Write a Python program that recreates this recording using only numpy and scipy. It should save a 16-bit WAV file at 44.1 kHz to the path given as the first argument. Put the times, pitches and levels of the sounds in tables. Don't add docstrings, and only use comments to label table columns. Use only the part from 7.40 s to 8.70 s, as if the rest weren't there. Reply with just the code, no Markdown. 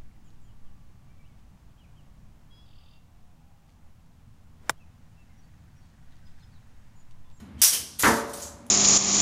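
import sys
import numpy as np
from scipy import signal
from scipy.fft import rfft, irfft
from scipy.io import wavfile

SR = 44100
rng = np.random.default_rng(int(sys.argv[2]) if len(sys.argv) > 2 else 0)


def materialize(psi):
    bounded = np.clip(np.atleast_2d(psi).T, -1, 1)
    quanta = np.round(bounded * 32767).astype(np.int16)
    wavfile.write(sys.argv[1], SR, quanta)


N = 57330
T = np.arange(N) / SR


def from_db(db):
    return 10 ** (np.asarray(db) / 20)


def at_hz(points, hz):
    known, *columns = np.transpose(points)
    log_hz = np.log(np.maximum(hz, 1))
    return [np.interp(log_hz, np.log(known), column) for column in columns]


def convolve(x, response):
    return signal.fftconvolve(x, response)[:N]


def unit_energy(x):
    return x / np.sqrt(np.sum(x ** 2) + 1e-20)


def decay(t60):
    return np.exp(-np.log(1000) * T / max(t60, 1e-3))


def coloured(x, colour, size=16384):
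    db, = at_hz(colour, np.arange(size // 2 + 1) * SR / size)
    cepstrum = irfft(np.log(from_db(db)))
    spectrum = np.exp(rfft(2 * cepstrum[:size // 2], size))
    return convolve(x, unit_energy(irfft(spectrum)))


def clicks(rows):
    out = np.zeros(N)
    for time_s, db in rows:
        out[int(time_s * SR)] += from_db(db)
    return out


def ringing(modes, swell_s):
    rings = np.zeros(N)
    for hz, db, t60 in modes:
        tone = np.sin(2 * np.pi * (hz * T + rng.random()))
        rings += from_db(db) * decay(t60) * tone
    return rings * (1 - np.exp(-T / swell_s))


def room_envelopes(count=14):
    # (frequency [Hz], t60 of main decay [s], t60 of lingering tail [s],
    # tail level relative to main decay [dB], build-up time [s])
    room_table = [(80, 0.27, 0.8, -30.5, 0.028), (250, 0.37, 1.1, -17.5, 0.0084),
                  (640, 0.38, 1.62, -16, 0.0076), (1166, 0.28, 1.02, -14.5, 0.0049),
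                  (2160, 0.34, 1.03, -23.5, 0.00033), (4000, .33, 1.1, -17.5, 0.00033),
                  (6430, .32, 1.2, -26, 0.00058), (10000, 0.3, 0.71, -20, 0.00033),
                  (12500, .29, .55, -18, 0.00055), (15200, 0.21, .4, -25.5, .001)]
    hz = np.arange(N // 2 + 1) * SR / N
    centres = np.geomspace(80, 15000, count)
    windows = np.array([np.interp(hz, centres, pick) for pick in np.eye(count)])
    envelopes = []
    for t60, tail_t60, tail_db, build_s in zip(*at_hz(room_table, centres)):
        fade = decay(t60) + from_db(tail_db) * decay(tail_t60)
        envelopes.append(fade * (1 - np.exp(-T / build_s)))
    return windows.astype("f4"), np.array(envelopes, "f4")


def reflections(x, room):
    windows, envelopes = room
    noise = rng.standard_normal(N).astype("f4")
    bands = irfft(rfft(noise) * windows, N)
    return convolve(x, unit_energy(np.sum(bands * envelopes, axis=0)))


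def in_room(x, room, room_db):
    return x + from_db(room_db) * reflections(x, room)


def contacts(rows, colour, room, room_db, count):
    spots = [in_room(clicks(rows[k::count]), room, room_db) for k in range(count)]
    return coloured(sum(spots), colour)


def room_rumble():
    # (frequency [Hz], level [dB])
    floor_colour = [(20, -30), (45, -11), (70, 3), (100, -2.5), (160, -7.5), (245, -1.5), (350, -17.5),
                    (600, -25), (1200, -24.5), (2500, -32), (5000, -42.5), (15000, -55)]
    floor_db = -49
    return from_db(floor_db) * coloured(rng.standard_normal(N), floor_colour)


def hook_slides(room):
    # (start [s], length [s], attack [s], strength [dB], squeal pitch [Hz],
    # squeal level relative to scrape [dB], reflections level [dB])
    slides = [(0.0, 0.0075, 0.00097, -41.5, 3740, -2, 4.5), (0.176, .04, 0.018, -44.5, 3040, 10, 7),
              (0.587, 0.023, 0.0061, -2, 11300, -1.5, 4.5), (0.616, .003, 0.0011, -15, 11800, -9, -9),
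              (0.6237, .002, 0.00058, -10, 5700, 8.5, 0), (0.6253, .003, .001, -1, 6150, -6, -3.5),
              (0.932, 0.0083, 0.0026, -18.5, 9250, 0, 4.5), (1.017, 0.013, 0.0082, -22.5, 6300, 8.5, 5.5),
              (1.032, .055, .004, -29.5, 6600, 0, 6.5), (1.264, .005, .002, -34.5, 10300, -4.5, -1.5)]
    # (frequency [Hz], level [dB])
    slide_colour = [(300, -12), (1200, -11.5), (2400, -3.5), (3200, -1), (5000, -4.5), (7000, 4),
                    (9300, 0.5), (13000, -1), (15000, -3)]
    slips_per_s, slip_spread_db, squeal_width_hz = 4600, 5, 1470
    direct, sent = np.zeros(N), np.zeros(N)
    for start, length, attack_s, db, squeal_hz, squeal_db, room_db in slides:
        stroke = np.clip((T - start) / attack_s, 0, 1) * (T < start + length)
        slip_here = rng.random(N) < slips_per_s / SR
        slip_size = from_db(slip_spread_db * rng.standard_normal(N))
        slips = slip_here * slip_size * rng.choice([-1, 1], N)
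        scrape = coloured(stroke * slips, slide_colour)
        peak = signal.iirpeak(squeal_hz, squeal_hz / squeal_width_hz, fs=SR)
        squeal = signal.lfilter(*peak, scrape)
        slide = from_db(db) * (unit_energy(scrape) + from_db(squeal_db) * unit_energy(squeal))
        direct += slide
        sent += from_db(room_db) * slide
    return direct + reflections(sent, room)


def hanger_rattle(room):
    # (time [s], strength [dB])
    tick_rows = [(0.193, -43.5), (0.5953, -12), (0.6015, -18.5), (0.645, -8), (0.657, -10), (0.674, -7),
                 (0.683, -21), (0.711, -19.5), (0.737, -16.5), (0.764, -19), (0.876, -31), (0.8955, -26.5),
                 (0.9375, -23), (0.972, -24), (0.999, -23), (1.032, -27), (1.061, -44)]
    # (frequency [Hz], level [dB])
    tick_colour = [(300, -6.5), (1500, 0), (2600, -9), (4000, 0), (4800, 0.5), (6300, 5), (8000, 1),
                   (10700, 0.5), (13000, -3.5), (15000, -6.5)]
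    # (time [s], strength [dB])
    bump_rows = [(0.325, -8.5), (0.336, -7.5), (0.35, -17)]
    # (frequency [Hz], level [dB])
    bump_colour = [(70, -6), (150, 2.5), (400, 1), (800, -9), (1500, -2.5), (2500, -0.5), (3100, 11),
                   (3900, -8.5), (8000, -12), (11000, 4), (15000, -18)]
    ticks = contacts(tick_rows, tick_colour, room, room_db=11, count=4)
    bumps = contacts(bump_rows, bump_colour, room, room_db=6.5, count=2)
    return ticks + bumps


def hook_clacks(room):
    # (time [s], strength [dB])
    clack_rows = [(0.2167, 1), (0.2195, -0.5), (0.2228, 2), (0.2325, 3.5), (0.2385, 4.5), (0.2465, 4),
                  (0.2545, -1.5), (0.276, -9), (0.331, -2), (0.341, -11.5), (0.3565, -28)]
    # (frequency [Hz], level [dB])
    clack_colour = [(100, -44), (280, -72), (450, -27), (700, -19.5), (850, -21), (1070, -14),
                    (1280, -20.5), (1500, -13.5), (2100, -14), (2700, -12.5), (4300, -8), (5700, 0.5),
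                    (7200, -4.5), (9300, -1.5), (12500, -5.5), (15000, -5.5)]
    # (frequency [Hz], level relative to the first hit [dB], t60 [s])
    hook_modes = [(5290, -28, .3), (5500, -29, .35), (5771, -21, .36), (5808, -30, .6), (6232, -27, .3),
                  (6766, -29, .42), (7597, -28, .3), (9149, -26, .33)]
    rod = convolve(clicks(clack_rows[:1]), ringing(hook_modes, swell_s=0.02))
    return contacts(clack_rows, clack_colour, room, room_db=12, count=7) + rod


def hollow_knock(room):
    # (time [s], strength [dB], contact cut-off [Hz])
    knocks = [(0.6340, 0, 4940), (0.6360, 6.5, 2580), (0.6426, -2, 2150), (0.6639, 7, 1340)]
    # (frequency [Hz], level [dB])
    knock_colour = [(40, -13), (80, 5.5), (130, 2), (330, 1.5), (550, -4.5), (780, -4), (950, 1), (1350, 3),
                    (1800, 0.5), (2150, -1), (2500, -8), (4000, -10.5), (8000, -18.5)]
    # (frequency [Hz], level [dB], t60 [s])
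    knock_modes = [(228.6, -16, .42), (260, -27, .5), (364, -22, .3), (449, -22, .7), (568, -30, 1.25),
                   (592, -35, 1.15), (695, -32, .85), (884, -25, .4), (925, -22, .48), (961, -26, .55),
                   (1156, -29, .62), (1302, -19, .3), (1536, -27, .48), (1757, -22, .3)]
    # (frequency [Hz], level [dB], t60 [s])
    knock_snap = [(1810, -0.5, 0.0074)]
    force = np.zeros(N)
    for time_s, db, cut_hz in knocks:
        soften = signal.butter(2, cut_hz, fs=SR, output="sos")
        force += signal.sosfilt(soften, in_room(clicks([(time_s, db)]), room, room_db=10))
    blow_s = max(knocks, key=lambda row: row[1])[0]
    wood = ringing(knock_modes, swell_s=0.019) + ringing(knock_snap, swell_s=0.00027)
    return coloured(force, knock_colour) + convolve(clicks([(blow_s, 0)]), wood)


def gain_control(x):
    lift_db, threshold_db, recover_db_per_s = 4.5, -21.5, 5
    squeeze = 0.64
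    sense_s = 0.006
    keep = np.exp(-1 / (sense_s * SR))
    power = signal.lfilter([1 - keep], [1, -keep], x ** 2)
    level_db = 10 * np.log10(power + 1e-12)
    excess_db = squeeze * np.maximum(level_db - threshold_db, 0)
    recovery_db = recover_db_per_s * T
    held_db = np.maximum.accumulate(excess_db + recovery_db, axis=-1) - recovery_db
    return x * from_db(lift_db - held_db)


def scene():
    room = room_envelopes()
    hangers = hook_slides(room) + hanger_rattle(room) + hook_clacks(room)
    return (room_rumble() + hangers + hollow_knock(room))[None]


def record(dry):
    rounded = np.tanh(gain_control(dry))
    top_cut = signal.ellip(12, .2, 80, 15250, fs=SR, output="sos")
    return signal.sosfilt(top_cut, rounded)


dry = scene()
out = record(dry)
materialize(out)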